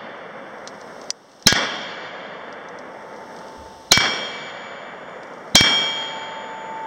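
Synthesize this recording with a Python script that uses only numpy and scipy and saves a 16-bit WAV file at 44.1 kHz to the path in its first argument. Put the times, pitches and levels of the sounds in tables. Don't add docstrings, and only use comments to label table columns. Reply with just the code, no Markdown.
import sys
import numpy as np
from scipy import signal
from scipy.fft import rfft, irfft
from scipy.io import wavfile
from scipy.ndimage import uniform_filter1d

SR = 44100
rng = np.random.default_rng(int(sys.argv[2]) if len(sys.argv) > 2 else 0)


def dump_mix(stems):
    frames = np.atleast_2d(stems).T
    limited = np.clip(frames, -1, 1)
    pcm = np.round(limited * 32767).astype(np.int16)
    wavfile.write(sys.argv[1], SR, pcm)


N = 302526
T = np.arange(N) / SR
EARLIER_SHOT_S, EARLIER_SHOT_DB = -0.84, 1.5


def amp(db):
    return 10 ** (np.asarray(db) / 20)


def read(points, hz):
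    f, *columns = np.transpose(points)
    return [np.interp(np.log(hz + 1), np.log(f), column) for column in columns]


def add(mix, s, sound):
    part = mix[round(s * SR):][:len(sound)]
    part += sound[:len(part)]


def wander(rate_hz):
    size = 2 ** 19
    spectrum = rfft(rng.standard_normal(size))
    low_pass = np.exp(-(np.fft.rfftfreq(size, 1 / SR) / rate_hz) ** 2)
    x = irfft(spectrum * low_pass)[:N]
    return x / x.std()


def noise(field_db, size=512):
    overlap = size * 3 // 4
    hz, t, z = signal.stft(rng.standard_normal(N), SR, nperseg=size, noverlap=overlap)
    shaped = z * amp(field_db(hz[:, None], t))
    return np.sqrt(SR / 2) * signal.istft(shaped, SR, nperseg=size, noverlap=overlap)[1][:N]


def dying(table, s, rise_s, size=512):
    def field_db(hz, t):
        db, t60 = read(table, hz)
        return db - 60 * np.maximum(t - s, 0) / t60
    return noise(field_db, size) * np.clip((T - s) / rise_s, 0, 1)


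def push(db, length_s):
    u = T[:SR // 10] / length_s
    return amp(db) * (1 - u) * np.exp(-u)


def hiss():
    # frequency in Hz, density in dB per Hz.
    hiss_spectrum = [(30, -124), (150, -108), (600, -108), (2000, -121), (3500, -117), (4600, -123),
                     (5500, -114), (6300, -121), (6900, -132), (7500, -133), (8200, -123), (8700, -128),
                     (9200, -138), (16000, -141)]
    return noise(lambda hz, t: read(hiss_spectrum, hz)[0])


def valley(s, rise_s=0.13, lumps_db=.5):
    # frequency in Hz, starting density in dB per Hz ahead of the shot's level, t60 in seconds.
    slopes = [(30, -104, 5.1), (93.1, -77.5, 3.5), (194, -70.5, 3.73), (346, -74, 3.68), (536, -63, 3.39),
              (880, -69, 3.38), (2000, -65.5, 2.53), (2770, -68, 1.923), (3580, -64.5, 1.79),
              (3680, -71.5, 1.41), (4470, -68, 1.42), (6570, -83.5, 1.43), (16000, -140, 0.72)]
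    return dying(slopes, s, rise_s, size=2048) * amp(lumps_db * wander(30))


def snap(db, ring_s, tail_db, tail_s, top_hz):
    # frequency in Hz, relative level in dB.
    tick_colour = [(200, -37.5), (1200, -17.5), (2200, -4.5), (3400, -7.5), (4300, -1), (5600, 7.5),
                   (7000, -9), (8300, -3.5), (10000, -25.5), (16000, -28)]
    t = T[:2048]
    fade = np.exp(-t / ring_s) + amp(tail_db) * np.exp(-t / tail_s)
    hz = np.linspace(0, SR / 2, 129)
    gain = amp(read(tick_colour, hz)[0]) / np.sqrt(1 + (hz / top_hz) ** 6)
    colour = signal.firwin2(65, hz, gain, fs=SR)
    burst = np.convolve(fade * rng.standard_normal(len(t)), colour)
    return amp(db) * burst * np.linalg.norm(fade) / np.linalg.norm(burst)


def ticks(faint_db=-74, spread_db=4, count=60, click_s=1.1038, click_db=-28):
    # start in seconds, level in dB.
    clear = [(0.674, -48), (0.813, -64), (1.014, -65), (1.4243, -60.5), (2.526, -54), (2.686, -58),
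             (2.787, -56.5), (5.232, -60.5), (5.335, -67.5)]
    out = np.zeros(N)
    faint = [(s * T[-1], faint_db + spread_db * (2 * u - 1)) for s, u in rng.random((count, 2))]
    for s, db in clear + faint:
        add(out, s, snap(db, ring_s=0.0015, tail_db=-15, tail_s=0.0099, top_hz=5800))
    add(out, click_s, snap(click_db, ring_s=.0013, tail_db=-37.5, tail_s=.008, top_hz=11000))
    return out


def crack(s, shock_db=8, length_s=0.00029, ground=0.22, ground_s=0.00088,
          thud_db=-13, thud_hz=190, thud_s=0.0057):
    # frequency in Hz, starting density in dB per Hz ahead of the shot's level, t60 in seconds.
    splash = [(60, -37.5, 0.027), (200, -35, 0.043), (600, -36.5, 0.038), (1500, -42, 0.048),
              (3580, -34.5, 0.026), (5970, -27, 0.015), (8200, -43.5, 0.018), (9700, -61.5, 0.051),
              (16000, -78.5, 0.028)]
    out = dying(splash, s, 0.00043, size=128)
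    t = T[:SR // 10]
    u = 2 * t / length_s - 1
    shock = -amp(shock_db) * u * (u < 1)
    thud = amp(thud_db) * np.cos(2 * np.pi * thud_hz * t) * np.exp(-t / thud_s)
    thud += push(db=-13.5, length_s=0.0021)
    add(out, s, shock + thud)
    add(out, s + ground_s, ground * shock)
    return out


def plate(s, hit, echo_db=-16, echo_t60=1.83, air_hz=4200, flutter_hz=7, build_s=0.042):
    # frequency in Hz, t60 in seconds,
    # rms level in dB at the first hit, second, third, ahead of the shot's own plate level.
    modes = [(888.7, 7.5, -57.5, -65, -43), (1460.5, .55, -25, -42, -38), (1502, .9, -48, -33, -40),
             (1583, .9, -50, -48, -36), (1643.5, .33, -16, -38, -44), (1938, .5, -31, -46, -40),
             (2292, 1.02, -26, -19.5, -20), (3228.3, 1, -24, -20, -12), (3386, .45, -29, -43, -29),
             (3502.5, .3, -26, -35, -26), (4080, .12, -19, -35, -27), (4302, .85, -42, -31, -31.5),
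             (5232.5, .21, -14, -19, -38), (5509.5, .68, -39, -23, -19.5), (6077, .2, -20, -39, -33),
             (6374, .2, -32, -39, -32), (6826, 1.1, -58, -43, -36), (6908, 1.8, -57, -47, -41),
             (8125, .58, -47, -60, -40), (8270, .8, -60, -48, -45), (9803, .48, -68, -68, -55),
             (11455, .42, -70, -61, -59)]
    out = np.zeros(N)
    waver = wander(flutter_hz) + 1j * wander(flutter_hz)
    for hz, t60, *levels_db in modes:
        age = T[:round(2 * max(t60, 1) * SR)]
        linger_s = max(t60, echo_t60 / (1 + (hz / air_hz) ** 4))
        own_waver = np.roll(waver, rng.integers(N))[:len(age)]
        echoes = np.minimum(age / build_s, 1) * own_waver
        echoes *= np.sqrt(min(t60, 1)) * amp(echo_db - 60 * age / linger_s)
        turn = np.exp(2j * np.pi * (hz * age + rng.random()))
        ring = ((amp(-60 * age / t60) + echoes) * turn).real
        add(out, s, np.sqrt(2) * amp(levels_db[hit]) * ring)
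    return out


def meadow(s):
    # frequency in Hz, starting density in dB per Hz ahead of the shot's level, t60 in seconds.
    grass = [(60, -75.5, .2), (300, -64, 0.77), (1000, -61, 0.45), (2020, -54.5, 0.6), (3670, -51, 0.34),
             (5590, -47, 0.26), (7840, -62.5, 0.19), (9500, -79.5, 0.14), (16000, -79.5, .16)]
    return dying(grass, s, 0.0054)


def report(swing_hz=105, swing_db=-7, swing_s=0.0058, snap_db=-2, snap_s=0.0019, snap_hz=3200, fizz=0.03):
    t = T[:SR // 10]
    swing = amp(swing_db) * np.cos(2 * np.pi * swing_hz * t) * np.exp(-t / swing_s)
    white = rng.standard_normal(len(t))
    burst = signal.lfilter(*signal.butter(2, snap_hz, fs=SR), white) + fizz * white
    sharp_snap = amp(snap_db) * burst / burst.std() * np.exp(-t / snap_s)
    return push(db=-10.5, length_s=0.0021) + swing + sharp_snap


def forest(s, delay_s=0.08, rise_s=0.0059, trunks_db=1.0, clumps_db=1.2):
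    # frequency in Hz, starting density in dB per Hz ahead of the shot's level, t60 in seconds.
    trees = [(30, -91, .5), (89.5, -70, 0.86), (173.7, -53.5, 1), (345, -56.5, 0.93), (700, -54.5, 1),
             (1880, -48.5, 0.5), (3020, -60, 0.87), (3490, -47.5, 0.63), (3630, -64.5, 0.69),
             (4640, -59, 0.4), (5620, -57.5, 0.75), (6680, -70, 0.17), (8000, -76, 0.48), (9200, -94, .4),
             (16000, -108, 0.29)]
    unevenness_db = trunks_db * wander(560) + clumps_db * wander(30)
    return dying(trees, s + delay_s, rise_s) * amp(unevenness_db)


def bump(s=3.565, bump_db=-66.5, rise_s=0.018, bump_decay_s=0.044,
         rumble_db=-77.5, rumble_decay_s=.45, low_hz=46, high_hz=88):
    band = signal.butter(3, [low_hz, high_hz], "band", fs=SR, output="sos")
    rumble = signal.sosfilt(band, rng.standard_normal(N))
    age = np.maximum(T - s, 0)
    fade = amp(bump_db) * np.exp(-age / bump_decay_s) + amp(rumble_db) * np.exp(-age / rumble_decay_s)
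    return np.minimum(age / rise_s, 1) * fade * rumble / rumble.std()


def scene(report_lag_s=.0558):
    # strike in seconds, then levels in dB of the crack (with the grass), plate,
    # muzzle report, forest echo and valley roll.
    shots = [(1.47, -0.5, -1.5, -2, -2, 2.5), (3.9193, -0.5, 1, -0.5, -1.5, 2.5),
             (5.554, 0, 1.5, 2, -1, 3.5)]
    out = hiss() + bump() + ticks() + amp(EARLIER_SHOT_DB) * valley(EARLIER_SHOT_S)
    for hit, (s, crack_db, plate_db, report_db, forest_db, valley_db) in enumerate(shots):
        out += amp(crack_db) * (crack(s) + meadow(s))
        out += amp(plate_db) * plate(s, hit)
        add(out, s + report_lag_s, amp(report_db) * report())
        out += amp(forest_db) * forest(s)
        out += amp(valley_db) * valley(s)
    return out[None]


def input_tone(x, shelf_db=6, dip_db=6, size=883):
    hz = np.linspace(0, SR / 2, 8193)
    bass, band = hz < 165, abs(hz - 3900) < 110
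    gain = amp(-shelf_db * bass - dip_db * band)
    taps = signal.firwin2(size, hz, gain, fs=SR, window=("tukey", .8))
    return signal.oaconvolve(x, taps, "same")


def notches(x):
    # centre in Hz, width in Hz, depth in dB.
    narrow_cuts = [(2505, 330, 28), (5000, 70, 19), (6000, 70, 19), (7000, 55, 14), (8000, 45, 10),
                   (9000, 60, 10)]
    for hz, width, depth_db in narrow_cuts:
        peak = signal.lfilter(*signal.iirpeak(hz, hz / width, fs=SR), x)
        x = x - (1 - amp(-depth_db)) * peak
    return x


def record(dry, boost_db=30, target_db=-10, recovery_db_per_s=16, ceiling=1.7, edge_hz=16000):
    x = input_tone(dry[0])
    power = uniform_filter1d(x ** 2, 48)
    level_db = 10 * np.log10(abs(power) + 1e-14)
    cut_db = np.clip(level_db + boost_db - target_db, 0, boost_db)
    cut_db[0] = boost_db + recovery_db_per_s * EARLIER_SHOT_S
    recovered_db = recovery_db_per_s * T
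    held_db = np.maximum.accumulate(cut_db + recovered_db) - recovered_db
    loud = ceiling * np.tanh(x * amp(boost_db - held_db) / ceiling)
    loud = np.clip(notches(loud), -.93, .93)
    low_pass = signal.firwin(511, edge_hz, window=("kaiser", 9), fs=SR)
    padded = np.pad(loud, len(low_pass) // 2, "reflect", reflect_type="odd")
    return signal.oaconvolve(padded, low_pass, "valid")[None]


dry = scene()
out = record(dry)
dump_mix(out)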